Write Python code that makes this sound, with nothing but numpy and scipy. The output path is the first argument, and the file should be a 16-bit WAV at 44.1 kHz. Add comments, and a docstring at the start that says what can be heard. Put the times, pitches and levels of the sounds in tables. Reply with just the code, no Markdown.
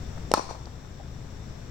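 """Cricket shot in a covered lane

A ball pitches on artificial turf and is cracked off the bat 23 ms later, a few metres away.
The blade rings briefly; roof, fence and far end of the lane throw the crack back over a light tail.
Small knocks and scuffs of play sound over a steady distant rumble and hiss."""
import sys
import numpy as np
from scipy import signal
from scipy.fft import rfft, irfft
from scipy.io import wavfile

SR = 44100
rng = np.random.default_rng(int(sys.argv[2]) if len(sys.argv) > 2 else 0)


def persist_wave(psi):
    """Save psi, clipped to +-1, as 16-bit WAV."""
    counts = np.round(np.clip(psi, -1, 1) * 32767).astype(np.int16)
    wavfile.write(sys.argv[1], SR, np.atleast_2d(counts).T)


N = 74970
PITCH_S, HIT_S = .3160, .3388  # ball on turf, ball on bat


def undb(db):
    """Decibels to gain."""
    return 10 ** (np.asarray(db) / 20)


def pan(db):
    """Stereo gains with the left louder by db."""
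    return undb(np.array([[db], [-db]]) / 2)


def unit(x):
    """Scale to rms 1."""
    return x / np.sqrt(np.mean(x ** 2))


def freqs():
    """Frequency axis of the EQ curves, in Hz."""
    return np.maximum(np.arange(N + 1) * SR / (2 * N), 1)


def curve(points, column=1):
    """One column of a table, joined on a log-frequency axis."""
    table = np.array(points, float)
    return np.interp(np.log(freqs()), np.log(table[:, 0]), table[:, column])


def bandpass(hz, octaves):
    """A broad resonance in dB, 3 dB down at the given octaves either side."""
    return -10 * np.log10(1 + (np.log2(freqs() / hz) / octaves) ** 4)


def peaks(bands):
    """Narrow EQ boosts in dB."""
    return sum(db / (1 + ((freqs() - hz) / width) ** 2) for hz, width, db in bands)


def colour(x, db):
    """Minimum-phase EQ with the given gain curve."""
    cepstrum = irfft(db * np.log(10) / 20)
    cepstrum[1:N] *= 2
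    cepstrum[N + 1:] = 0
    return irfft(rfft(x, 2 * N) * np.exp(rfft(cepstrum)))[..., :N]


def colour_sides(stereo, table):
    """Separate EQ for left and right."""
    return np.array([colour(stereo[side], curve(table, column=side + 1)) for side in (0, 1)])


def since(start):
    """Seconds since a moment."""
    return np.arange(N) / SR - start


def fade(start, decay, rise=1 / SR):
    """Attack and exponential release, times in seconds."""
    t = np.maximum(since(start), 0)
    return (1 - np.exp(-t / rise)) * np.exp(-t / decay)


def click(start):
    """A single sharp push."""
    samples = since(start) * SR
    return np.sinc(samples) * np.exp(-(samples / 10) ** 2)


def noise(eq=np.zeros(N + 1), side_db=0):
    """Stereo noise of rms 1, white unless given an EQ; side_db sets the width."""
    mid, side = rng.standard_normal((2, N))
    return unit(colour(mid + undb(side_db) * side * np.array([[1], [-1]]), eq))


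# Tone of the distant rumble (frequency [Hz], level [dB])
RUMBLE_EQ = [(15, -1.5), (28, -3), (55, 1), (90, -0.5), (135, -2), (200, -9.5), (300, -16.5), (500, -29.5),
             (1000, -54.5)]
# Tone of the airy hiss (frequency [Hz], level [dB])
HISS_EQ = [(150, -1.5), (400, 2.5), (600, 0), (1000, -5.5), (1700, -7), (2700, -12.5), (3600, -15),
           (4600, -19.5), (5700, -17), (6700, -19), (7700, -15), (8300, -30), (10000, -32), (15000, -27)]
# Narrow bands in the hiss (frequency [Hz], half-width [Hz], boost [dB])
HISS_PEAKS = [(3595, 120, 5.5), (5680, 170, 5), (7380, 240, 4.5)]
# Fader ride of the bed (time [s], rumble level [dB], hiss level [dB])
BED_LEVELS = [(0, -35.5, -46.5), (.2, -38, -46.5), (.29, -37, -47.5), (.36, -47, -45.5), (.65, -40, -50),
              (.95, -42, -50.5), (1.1, -40, -50), (1.33, -40, -49.5), (1.7, -40, -49)]

def background():
    """The bed: a distant, near-mono rumble under a wider hiss."""
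    times, rumble_db, hiss_db = np.array(BED_LEVELS).T
    rumble = noise(curve(RUMBLE_EQ), side_db=-37)
    rumble *= undb(np.interp(since(0), times, rumble_db))
    hiss = noise(curve(HISS_EQ) + peaks(HISS_PEAKS), side_db=-1.5)
    hiss *= undb(np.interp(since(0), times, hiss_db))
    return rumble * pan(db=5.5) + hiss * pan(db=5)


# Small sounds of play (time [s], level [dB], centre [Hz], half-width [octaves], decay [s])
KNOCK_CUES = [(.174, -35.5, 800, 0.82, 0.006), (0.6554, -35, 4700, 0.41, 0.0015),
              (.846, -44.5, 600, 1.1, 0.012), (0.998, -38, 696, 0.29, 0.01)]

def knocks():
    """Faint taps and scuffs of play, each a short burst of band-passed noise."""
    out = 0
    for start, db, hz, octaves, decay in KNOCK_CUES:
        band = noise(2 * bandpass(hz, octaves), side_db=-4.5)
        out += band * undb(db) * fade(start, decay, rise=.0013)
    return out * pan(db=5)


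# Diffuse reverb of the lane (frequency [Hz], level [dB], time to fall 60 dB [s])
REVERB_BANDS = [(150, -3.5, 0.45), (398, -3, 0.6), (650, 0.5, 1), (1100, 2, 1), (1500, -8.5, 0.62),
                (2100, -10, 0.44), (3230, -16.5, 0.59), (4300, -13.5, 0.72), (6040, -13.5, 0.63),
                (9300, -19.5, 0.79), (10500, -39, 0.35), (15000, -30, .4)]
# Blade tones that linger in the lane (frequency [Hz], half-width [Hz], boost [dB])
REVERB_PEAKS = [(1050, 61, 1.5), (2460, 130, 7), (4300, 190, 5.5), (5940, 400, 5)]

def lane_reverb():
    """Dense early scatter, a swell from the far end and a tail that dies band by band."""
    tone = curve(REVERB_BANDS) + peaks(REVERB_PEAKS)
    spectrum = rfft(noise(tone), 2 * N)
    tail = 0
    for hz, _, t60 in REVERB_BANDS:
        crossover = curve([(row[0], row[0] == hz) for row in REVERB_BANDS])
        band = irfft(spectrum * crossover)[:, :N]
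        tail += band * fade(HIT_S, decay=t60 / np.log(1000), rise=.0064)
    tilt = .5 * np.log2(freqs() / 1000)  # brighter by 0.5 dB an octave
    early = noise(tone + tilt, side_db=-2.5) * fade(HIT_S, decay=.033, rise=.038)
    far_end = noise(tone, side_db=-2.5) * fade(start=.492, decay=.024, rise=.009)
    return (tail * undb(-35) + early * undb(-23.5) + far_end * undb(-35)) * pan(db=5.5)


# Slaps off roof, fence and far end
# (time [s], level [dB], scatter decay [s], centre [Hz], half-width [octaves], right-ear delay [s])
ECHO_TAPS = [(.3410, -10, 0.00073, 1000, 1.2, 0.00011), (.3448, -16.5, 0.0005, 1220, 0.35, 0.000075),
             (.3462, -15, 0.00087, 1030, 0.23, 0.00012), (0.374, -14.5, 0.0035, 860, 0.65, .0004),
             (0.3786, -14.5, 0.003, 485, 1.1, 0.00042), (.3810, -16.5, 0.0029, 890, 0.91, 0.00082),
             (.3948, -15.5, .001, 603, 1.8, 0.00046), (.4910, -27, .003, 650, 0.97, 0.00029),
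             (.5100, -21, 0.0011, 462, 0.65, 0.00011), (.548, -29, 0.0074, 750, 0.63, 0.00022),
             (.671, -30.5, 0.0047, 600, 1.2, 0.00016)]

def echoes():
    """Each surface returns the bat's punch coloured and scattered, to the left ear first."""
    punch_energy = np.sum(punch() ** 2)
    out = 0
    for start, db, scatter, hz, octaves, delay in ECHO_TAPS:
        spray = noise(side_db=-10) * fade(start, scatter)
        spray /= np.sqrt(np.sum(spray ** 2) / 2)
        echo = colour(click(start) + spray * undb(1), curve(PUNCH_EQ) + bandpass(hz, octaves))
        left, right = echo * undb(db) * np.sqrt(2 * punch_energy / np.sum(echo ** 2))
        late_right = np.interp(since(delay), since(0), right)
        out += np.array([left, late_right])
    return out * pan(db=7.5)


# Bright first reflections (time [s], level [dB], decay [s])
SPLASH_TAPS = [(.3420, -22, 0.00081), (0.3461, -27.5, 0.0013), (.378, -34, 0.0014)]

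def splashes():
    """The top of the crack splashes straight back off the nearest surfaces."""
    tone = curve(CRACK_EQ) + bandpass(hz=4670, octaves=.68)
    out = 0
    for start, db, decay in SPLASH_TAPS:
        out += noise(tone, side_db=-4) * undb(db) * fade(start, decay)
    return out * pan(db=3.5)


# Turf fibres under the ball (frequency [Hz], level [dB])
SCUFF_EQ = [(500, -13), (1200, 6), (2700, 6), (3600, -7), (5500, 1), (8700, 1.5), (10500, -31),
            (16000, -32)]
# The lane's dull answer to the bounce (frequency [Hz], level [dB])
BOUNCE_ROOM_EQ = [(150, -2), (400, 7), (700, 5), (1200, -15), (2300, -35), (4200, -21), (6300, -17),
                  (9000, -30), (11000, -40)]

def bounce():
    """The turf gives softly under the ball: one low swing, a scuff of fibres and a little room."""
    thud_hz, thud_width_s = 520, .00059
    t = since(PITCH_S)
    thud = -np.sin(2 * np.pi * thud_hz * t) * np.exp(1 - np.hypot(t / thud_width_s, 1))
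    scuff = noise(curve(SCUFF_EQ), side_db=-11) * fade(PITCH_S + .0004, decay=.00075, rise=.0003)
    room = noise(curve(BOUNCE_ROOM_EQ), side_db=-.5) * fade(PITCH_S, decay=.025, rise=.0014)
    body = thud * undb(-12.5) + room * undb(-36)
    return body * pan(db=6.5) + scuff * undb(-13.5) * pan(db=3.5)


# Ring of bat and ball (frequency [Hz], level [dB], time to fall 60 dB [s])
RING_MODES = [(470, -39, 0.052), (556, -54, .035), (700, -33, .03), (864, -26, 0.043), (1055, -21, 0.05),
              (1280, -24.5, 0.033), (1733, -31.5, 0.061), (4330, -28.5, .028), (5380, -33, 0.032),
              (5600, -33.5, 0.026), (7440, -33, 0.017)]

def ring():
    """Struck bat and ball ring on briefly as damped sines."""
    t = np.maximum(since(HIT_S), 0)
    return sum(undb(db - 60 * t / t60) * np.sin(2 * np.pi * hz * t) for hz, db, t60 in RING_MODES)


# Force of leather on willow (frequency [Hz], level [dB])
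PUNCH_EQ = [(60, -22.5), (170, -6.5), (420, -3), (950, -1.5), (1350, -6), (2000, -23.5), (3200, -28.5),
            (8000, -22.5), (16000, -44)]

def punch():
    """Pressure pulse of ball on blade, peak 1."""
    pulse = colour(click(HIT_S), curve(PUNCH_EQ))
    return pulse / np.abs(pulse).max()


# Splintery top of the crack (frequency [Hz], left level [dB], right level [dB])
CRACK_EQ = [(800, -13, -16), (1800, 3, -1), (3300, -8.5, -5), (4220, 9.5, -3), (5900, -2, -6.5),
            (8300, 6, -2.5), (9900, -12, -16), (15000, -21, -25)]

def bat():
    """Ball meets blade: a first tick, the hard punch, a bright crack and a short ring."""
    tick_hz, tick_width_s = 10900, .00005
    t = since(HIT_S - .0005)
    tick = np.sin(2 * np.pi * tick_hz * t) * np.exp(-(t / tick_width_s) ** 2 / 2)
    crack = unit(colour_sides(noise(side_db=-2), CRACK_EQ)) * fade(HIT_S, decay=.0012)
    return (tick * undb(-15) * pan(db=23.5)
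            + punch() * undb(-3) * pan(db=.5)
            + crack * undb(-16.5)
            + ring() * pan(db=3.5))


def scene():
    """The mix: bounce and stroke up front, the lane's answer behind, the bed underneath."""
    return bounce() + bat() + splashes() + echoes() + lane_reverb() + knocks() + background()


# Colour of a phone's two microphone ports (frequency [Hz], left level [dB], right level [dB])
PORT_EQ = [(1000, 0, 0), (3060, -2.5, -1), (4400, 3, 0.5), (5700, 5.5, -2.5), (6770, -1.5, 0.5),
           (7520, -3, 1.5), (8500, -15, 6.5), (10000, -7.5, -1), (15000, -6, -2)]

def record(dry):
    """Each port colours the treble its own way; peaks are capped and the top is cut."""
    ceiling, cutoff_hz = .92, 16000
    capped = np.clip(colour_sides(dry, PORT_EQ), -ceiling, ceiling)
    lowpass = signal.ellip(8, .2, 80, cutoff_hz, fs=SR, output="sos")
    return signal.sosfilt(lowpass, capped)


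dry = scene()
out = record(dry)
persist_wave(out)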